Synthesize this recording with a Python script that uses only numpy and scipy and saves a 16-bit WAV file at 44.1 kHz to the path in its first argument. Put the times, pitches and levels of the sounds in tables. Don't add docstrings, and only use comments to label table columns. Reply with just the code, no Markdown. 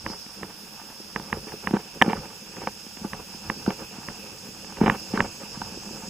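import sys
import numpy as np
from scipy import signal
from scipy.fft import rfft, irfft, next_fast_len
from scipy.io import wavfile
from scipy.ndimage import uniform_filter1d, map_coordinates

SR = 44100
rng = np.random.default_rng(int(sys.argv[2]) if len(sys.argv) > 2 else 0)


def log_audio(samples):
    frames = np.atleast_2d(samples).T
    limited = np.clip(frames, -1, 1)
    pcm = np.round(limited * 32767).astype(np.int16)
    wavfile.write(sys.argv[1], SR, pcm)


def nominal_scale(level):
    x = np.asarray(level, float) / 20
    return 10 ** x


N = 268569

# [t/s, peak level/dB]
SNAP_EVENTS = [(0.063, -15), (0.4314, -19), (1.1605, -10.5), (1.3276, -8.5), (1.52, -28), (1.672, -8.5),
               (2.0149, 0.5), (2.5671, -29), (3.1326, -17.5), (3.499, -8.5), (4.0855, -19), (4.7702, -27.5),
               (4.8978, -2.0), (5.2042, -1.5)]
# [t/s, peak level/dB, brightness/dB, thud level/dB]
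KNOCK_EVENTS = [(0.0992, -31.5, -13, -25.5), (0.263, -41, -4, -37), (0.815, -41, -12, -39),
                (0.9, -39, -15, -38), (1.197, -28, -14, -28), (1.6453, -37, -15, -30),
                (1.709, -25, -13, -18), (1.7374, -28, -22.5, -6.5), (1.767, -16.5, -17, -19.5),
                (2.0213, -2, -3, -9.5), (2.0619, -26, -15, -17), (2.1309, -13.5, -13.5, -20),
                (2.254, -36, -8, -35), (2.672, -13.5, -15, -24), (2.866, -43, -4, -33.5),
                (2.971, -36.5, -5, -32.5), (3.0437, -33, -22, -40), (3.6631, -19.5, -22.5, -32),
                (3.6779, -38, -17, -8), (3.7045, -19, -13.5, -24), (4.645, -38, -4, -34),
                (4.7845, -31, -16, -44), (4.8138, -26, -21, -4), (4.8606, -14.5, -11, -13),
                (4.8684, -14, -13, -32), (4.8788, -8.5, -18, -11.5), (5.1747, -14, -13.5, -18.5),
                (5.1952, -24, -25, -21), (5.225, -31, -14, -21), (5.617, -19, -24, -26.5)]
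# [f/Hz, width/Hz, level/dB]
SPRING_MODE = (205, 40, 0)
# [f/Hz, width/Hz, level/dB]
ARM_MODES = [(325, 25, -10.5), (424, 35, -5), (537, 52, -5)]
# [f/Hz, width/Hz, level/dB]
SHELL_MODES = [(764, 168, 6), (935, 100, 4), (1168, 134, 0), (1550, 167, -2)]
# [f/Hz, width/Hz, level/dB]
RIM_MODES = [(1750, 112, 4), (2352, 194, 4.5), (2570, 212, 0), (2960, 470, 5.5), (3534, 490, -1.5)]

ROUGH_DB = -48


def unit(x):
    return x / np.sqrt(np.mean(x ** 2) + 1e-20)


def along(points, hz):
    f, v = np.transpose(points)
    return np.interp(np.log(hz + 1), np.log(f + 1), v)


def curves(rows):
    s, *cols = np.transpose(rows)
    return [np.interp(np.arange(N) / SR, s, c) for c in cols]


def wobble(rate):
    at = np.arange(0, N + 32, 32)
    knots = rng.standard_normal(int(N * rate / SR) + 4)
    return np.interp(np.arange(N), at, map_coordinates(knots, [at * rate / SR]))


def filtered(x, response):
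    m = next_fast_len(N + SR // 2)
    return irfft(rfft(x, m) * response(np.fft.rfftfreq(m, 1 / SR)), m)[..., :N]


def modes(table):
    def response(f):
        total = 0
        for k, (c, w, db) in enumerate(table):
            total = total + (-1) ** k * nominal_scale(db) * SR / np.pi * 1j * f / (c * c - f * f + 1j * f * w)
        return total
    return response


def swing(table):
    return lambda f: sum(share * SR / np.pi * c / (c * c - f * f + 1j * f * w) for c, w, share in table)


def soft(f, contact_s):
    return 1 / (1 + 1j * f * contact_s) ** 4


def blows(times, db):
    return np.bincount(np.round(np.asarray(times) * SR).astype(int), nominal_scale(db), N)[:N]


def lean(x, table):
    return filtered(x, lambda f: nominal_scale(along(table, f) * np.array([[.5], [-.5]])))


def pair(alike):
    a, b = rng.standard_normal((2, N))
    turn = np.arccos(np.clip(alike, 0, 1)) / 2
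    return np.cos(turn) * a + np.sin(turn) * np.array([b, -b])


def steady(x):
    return x / np.sqrt(np.abs(uniform_filter1d(np.mean(x ** 2, 0), size=1600)) + 1e-20)


def chatter(alike, rate, spread_db, clump_db):
    sizes = nominal_scale(spread_db * rng.exponential(size=N).clip(0, 4)) * (rng.random(N) < rate / SR)
    grit = unit(np.convolve(sizes, np.hanning(40), "same"))
    return pair(alike) * (1.08 + grit) * nominal_scale(clump_db * wobble(30))


def chorus():
    # [t/s, level/dB]
    main_swell = [(0.0, -49), (0.12, -43), (0.42, -50.5), (1.07, -48.5), (1.75, -49), (2.27, -48.5),
                  (2.61, -47), (3.07, -48.5), (3.39, -48.5), (3.9, -48), (4.25, -46), (4.38, -49),
                  (4.66, -46), (4.8, -49.5), (5.02, -45.5), (5.5, -46.5), (5.78, -44.5), (6.09, -46.5)]
    main_db, = curves(main_swell)
    t, swell = np.arange(N) / SR, main_db - main_db.mean()
    low_db = -55.5 + 0.89 * t + 0.13 * swell + 1.4 * wobble(3.08)
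    high_db = -57.5 + 1.42 * t + 0.22 * swell + 0.87 * wobble(3.15)
    return main_db, low_db, high_db


def singers(tymbal, alike, clicks_hz, depth):
    beat = 0
    for k in range(3):
        rate_hz = clicks_hz * nominal_scale(0.86 * wobble(3) + 1.5 * k)
        beat = beat + np.cos(2 * np.pi * np.cumsum(rate_hz) / SR)
    drive = pair(alike) * nominal_scale(depth * beat + 1.06 * wobble(20) + 0.62 * wobble(4.99))
    return unit(filtered(drive, lambda f: np.abs(modes(tymbal)(f)) ** 1.305))


def cicadas():
    # [f/Hz, width/Hz, level/dB]
    main_tymbal = [(5177, 463, 0)]
    low_tymbal = [(2645, 264, 0)]
    high_tymbal = [(6455, 620, 1.5), (7860, 620, -1.5)]
    far_tymbal = [(9540, 710, 2.5), (12300, 300, -4), (13840, 490, -5.5), (14800, 590, 0)]
    # [f/Hz, level per Hz/dB]
    air_spectrum = [(300, -3), (1000, -7.5), (1550, -1), (2000, -8), (3500, -2), (4200, -12), (6000, -4.5),
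                    (8500, -9.5), (11000, -14.5), (13300, -22.5), (15500, -41)]
    main_db, low_db, high_db = chorus()
    main = nominal_scale(main_db + 2.0) * singers(main_tymbal, 0.22, clicks_hz=113.3, depth=0.54)
    low = nominal_scale(low_db - 0.85) * singers(low_tymbal, 0.41, clicks_hz=93.0, depth=0.4)
    high = nominal_scale(high_db - 0.14) * singers(high_tymbal, 0.49, clicks_hz=114.3, depth=0.43)
    far = nominal_scale(-55.0) * singers(far_tymbal, 0.48, clicks_hz=126, depth=0.53)
    air = nominal_scale(-51) * unit(filtered(pair(0.52), lambda f: nominal_scale(along(air_spectrum, f))))
    return main + low + high + far + air


def jolts(grows, rise, fall):
    # [t/s, jolt level/dB]
    bumps = [(0.07, -39), (0.44, -46), (1.19, -46.5), (1.34, -40), (1.53, -52), (1.68, -42.5), (1.75, -39),
             (2.03, -39), (2.18, -40.5), (2.63, -41.5), (3.03, -54), (3.14, -39.5), (3.49, -44),
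             (3.68, -38), (3.83, -53), (3.99, -54), (4.09, -44), (4.83, -30.5), (4.89, -27.5), (5.16, -40),
             (5.22, -35.5), (5.57, -50)]
    t = np.arange(0, N, 64) / SR
    s, db = np.transpose(bumps)[..., None]
    slope_db = np.where(t < s, rise * (s - t), fall * (t - s))
    gain = nominal_scale(ROUGH_DB + grows * (db - ROUGH_DB) - slope_db).max(0)
    return np.interp(np.arange(N) / SR, t, gain)


def shaking():
    # [t/s, roughness level/dB]
    road = [(0.0, -54), (0.22, -52), (1.12, -52.5), (1.58, -51), (1.73, -61), (2.02, -51.5), (2.15, -48),
            (2.34, -51), (2.92, -51), (3.19, -50), (4.41, -46.5), (5.02, -48.5), (5.22, -46.5), (6.09, -41)]
    road_db, = curves(road)
    level = lambda grows, db: nominal_scale(ROUGH_DB + db + grows * (road_db - ROUGH_DB))
    rattle = jolts(0.67, rise=158, fall=107)
    mount = level(0.9, -1) + nominal_scale(-6.0) * rattle
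    shell = level(0.38, -6.5) + nominal_scale(-10.5) * rattle
    sway = level(1.0, -11.5) + jolts(1, rise=303, fall=260)
    return 20 * np.log10((mount, shell, sway))


def spring(f):
    c, w, db = SPRING_MODE
    recoil = -nominal_scale(db) * SR / np.pi * c / (c * c - f * f + 1j * f * w)
    return recoil * (1j * f / (50 + 1j * f)) ** 2


def shake():
    # [f/Hz, level per Hz/dB]
    sway_spectrum = [(12, -28), (25, -1), (40, -3.5), (80, -1), (120, -2.5), (160, 0), (300, -120)]
    mount_db, shell_db, sway_db = shaking()
    mount_body = lambda f: (spring(f) + nominal_scale(-1.5) * modes(ARM_MODES)(f)) * soft(f, 0.0004)
    shell_body = lambda f: modes(SHELL_MODES)(f) + nominal_scale(-11.5) * modes(RIM_MODES)(f)
    mount = filtered(chatter(0.96, rate=600, spread_db=-1.5, clump_db=3.5), mount_body)
    shell = filtered(chatter(1.0, rate=800, spread_db=2.5, clump_db=3.0), shell_body)
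    sway = filtered(pair(1.0), lambda f: nominal_scale(along(sway_spectrum, f)))
    rattling = nominal_scale(mount_db) * unit(mount) + nominal_scale(shell_db + 0.5) * unit(shell)
    return rattling + nominal_scale(sway_db + 3.1 * wobble(19)) * steady(sway)


def all_scrapes():
    # [start t/s, length/s, rms level/dB, brightness/dB]
    slides = [(0.086, 0.095, -44.5, -18), (1.34, 0.076, -47, -14), (1.468, 0.047, -39.5, -12),
              (1.631, 0.03, -39, -20), (1.729, 0.053, -29, -17), (1.782, 0.04, -42.5, -13),
              (2.035, 0.07, -33, -19), (2.086, 0.046, -28, -12), (2.136, 0.074, -37.5, -14),
              (2.208, 0.074, -42.5, -31), (2.604, 0.053, -36.5, -13.5), (2.668, .03, -34.5, -19),
              (3.032, 0.051, -37.5, -22), (3.189, 0.028, -39.5, -26), (3.666, 0.08, -34.5, -23),
              (3.776, 0.088, -41, -21), (4.25, .05, -51, -20.5), (4.804, 0.022, -28, -17),
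              (4.821, 0.042, -26, -15), (4.858, 0.04, -23, -17), (4.899, 0.033, -32.5, -14),
              (4.937, 0.03, -30, -16.5), (5.132, 0.059, -31, -12.5), (5.185, 0.035, -28, -21),
              (5.239, 0.033, -33, -16), (5.395, 0.062, -42, -13), (5.53, 0.054, -44.5, -12),
              (5.65, 0.053, -46, -20.5)]
    settling = [(s - 0.0092, 0.047, -35.5 + 0.25 * db, -20) for s, db in SNAP_EVENTS]
    return slides + settling


def scrapes():
    dull, bright = np.zeros(N), np.zeros(N)
    for s, length, db, bright_db in all_scrapes():
        stroke = np.sin(np.pi * np.linspace(0, 1, round(length * SR)) ** 0.68).clip(0) ** 1.21
        dull[round(s * SR):][:len(stroke)] += nominal_scale(db) * stroke
        bright[round(s * SR):][:len(stroke)] += nominal_scale(db + bright_db) * stroke
    grit = chatter(0.92, rate=1200, spread_db=3.5, clump_db=3.5)
    body = filtered(grit, lambda f: modes(SHELL_MODES)(f) + nominal_scale(6.0) * modes(ARM_MODES)(f))
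    return dull * steady(body) + bright * steady(filtered(grit, modes(RIM_MODES)))


def all_thuds():
    # [t/s, peak level/dB, hardness/dB]
    lone = [(0.4128, -33, -20), (0.4456, -32, -17), (1.0005, -36.5, 2), (1.3689, -35, 7),
            (1.4691, -30.5, -8), (1.5369, -37, 7.5), (2.079, -8.5, -8.5), (2.1024, -21, -19),
            (2.1763, -25.5, -18), (2.5817, -27.5, -9), (2.6333, -32, -5), (3.015, -28.5, -16),
            (3.0478, -17.5, -8.5), (3.346, -31, -10), (3.516, -30, -12), (3.5714, -31, -11),
            (3.818, -30, -12), (3.9829, -27, -11.5), (4.4863, -33.5, -11), (4.8368, -9, -12),
            (4.9212, -19.5, -20), (5.1373, -12, -9), (5.2452, -28, -29), (5.434, -29.5, -11),
            (5.5717, -26, -16), (5.7223, -28.5, -11), (5.7722, -34.5, 3), (5.909, -31.5, -1),
            (6.0337, -29, -15), (6.08, -28.5, -16)]
    knocked = [(s - 0.00031, thud_db, -7.5) for s, _, _, thud_db in KNOCK_EVENTS]
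    snapped = [(s - 0.0012, -12 + 0.85 * db, -12) for s, db in SNAP_EVENTS]
    return lone + knocked + snapped


def thuds():
    # [f/Hz, width/Hz, signed share]
    mount_masses = [(202, 38, -.585), (304, 61, -.236), (365, 209, 1.195), (794, 129, .307)]
    s, db, hard_db = np.transpose(all_thuds())
    force = nominal_scale(db + 0.5)
    hard = nominal_scale(hard_db + 5.0)
    full = np.clip(hard, 0, 1)
    at = lambda share: blows(s, 20 * np.log10(force * share + 1e-9))
    contact = lambda f: soft(f, .00085)
    whole = filtered(at(full), lambda f: swing(mount_masses)(f) * contact(f))
    hum = filtered(at(1 - full), lambda f: -.6 * modes([SPRING_MODE])(f) * soft(f, 0.0013))
    arm = filtered(at(hard - full), lambda f: 0.53 * modes(ARM_MODES)(f) * contact(f))
    return whole + hum + arm


def snaps():
    clip_masses = [(1039, 244, .32), (1629, 296, -1.62), (2553, 80, 1.3), (2738, 155, .88)]
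    s, db = np.transpose(SNAP_EVENTS)

    def body(f):
        edge = soft(f, .00064)
        flat = 4 * soft(f, .00097) * np.exp(-2j * np.pi * f * .00095)
        case = modes(RIM_MODES)(f) + modes(SHELL_MODES)(f)
        return (edge + flat) * swing(clip_masses)(f) + nominal_scale(-26) * case

    return filtered(blows(s, db - 3.5), body) * nominal_scale([[-2.5], [0]])


def knocks():
    s, db, bright_db, _ = np.transpose(KNOCK_EVENTS)
    t = np.arange(SR // 20) / SR
    ragged = rng.standard_normal((len(s), 2, len(t))) * nominal_scale(-60 * t / .007)
    ragged[..., 0] += 5
    ragged[:, 1] = 0.85 * ragged[:, 0] + 0.33 * ragged[:, 1]
    force, f = rfft(ragged), np.fft.rfftfreq(len(t), 1 / SR)
    at = (np.round(s * SR).astype(int)[:, None] + np.arange(len(t))).ravel()

    def ring(response, peak_db):
        rows = irfft(force * response, len(t))
        rows *= (nominal_scale(peak_db) / np.abs(rows).max((1, 2)))[:, None, None]
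        return np.array([np.bincount(at, rows[:, c].ravel(), N)[:N] for c in range(2)])

    shell_body = modes(SHELL_MODES)(f) + nominal_scale(-3) * modes(ARM_MODES[2:])(f)
    airborne = (1j * f / (4000 + 1j * f)) ** 2 / (1 + 1j * f / 7000)
    shell = ring(shell_body * soft(f, .0001), db - 1.5)
    rim = ring(modes(RIM_MODES)(f) * soft(f, .00008), db + bright_db + 3.0)
    return shell + rim + ring(airborne, 2 * db + 3 * bright_db - 11.0)


def crack():
    t = np.arange(N) / SR - 2.0224
    spit = pair(.9) * (t > 0) * nominal_scale(-8 - 60 * t.clip(0) / 0.0046)
    return filtered(spit, lambda f: (1j * f / (3000 + 1j * f)) ** 2 / (1 + 1j * f / 4000))


def housing(f):
    # [f/Hz, level/dB]
    plastic_lean = [(30, .3), (200, 1), (380, -2), (700, -1.5), (1290, -4), (2380, -2.5), (4400, -3.5),
                    (8000, -1)]
    top = 1j * f / 3520
    carried = 1j * f / (31.7 + 1j * f) / (1 + .5 * top + top ** 2)
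    return carried * nominal_scale(along(plastic_lean, f) * np.array([[.5], [-.5]]))


def scene():
    # [f/Hz, level/dB]
    trees_lean = [(2000, -1), (5000, -4.5), (8000, -5.5), (15000, 0.5)]
    left, right = filtered(thuds() + snaps() + knocks() + scrapes() + shake(), housing)
    return np.array([np.roll(left, 1), right]) + crack() + lean(cicadas(), trees_lean)


def gate(x):
    # [f/Hz, share of the time]
    dropped = [(3500, 0), (4200, .06), (4600, 0), (7800, .02), (8600, .1), (9500, .03), (11200, .15),
               (12200, .06), (13600, .3), (14600, .12), (15400, .1)]
    hz, _, z = signal.stft(x, SR, nperseg=1024)
    width = 8
    power = np.sum(np.abs(z[:, :-1]) ** 2, 0).reshape(512 // width, width, -1).sum(1)
    level = uniform_filter1d(np.log(power + 1e-20), size=5, axis=1)
    dip = level - uniform_filter1d(level, size=50, axis=1)
    dip = dip - uniform_filter1d(dip, size=7, axis=0)
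    rank = dip.argsort(1).argsort(1) / dip.shape[1]
    keep = np.repeat(rank >= along(dropped, hz[width // 2::width])[:, None], width, axis=0)
    return signal.istft(z * np.pad(keep, ((0, 1), (0, 0))), SR, nperseg=1024)[1][:, :N]


def band_limit(x):
    return signal.sosfilt(signal.butter(12, 15740, fs=SR, output="sos"), x)


def record(dry):
    # [f/Hz, side level/dB]
    side_width = [(6000, 2), (6500, -12), (11000, -1), (13000, 0), (15500, 5.5)]
    left, right = gate(dry)
    mid, side = (left + right) / 2, (left - right) / 2
    side = filtered(side, lambda f: nominal_scale(along(side_width, f)))
    clipped = np.clip(np.array([mid + side, mid - side]), -1, 1)
    finished = filtered(clipped, lambda f: f < 15480)
    return band_limit(finished)


dry = scene()
out = record(dry)
log_audio(out)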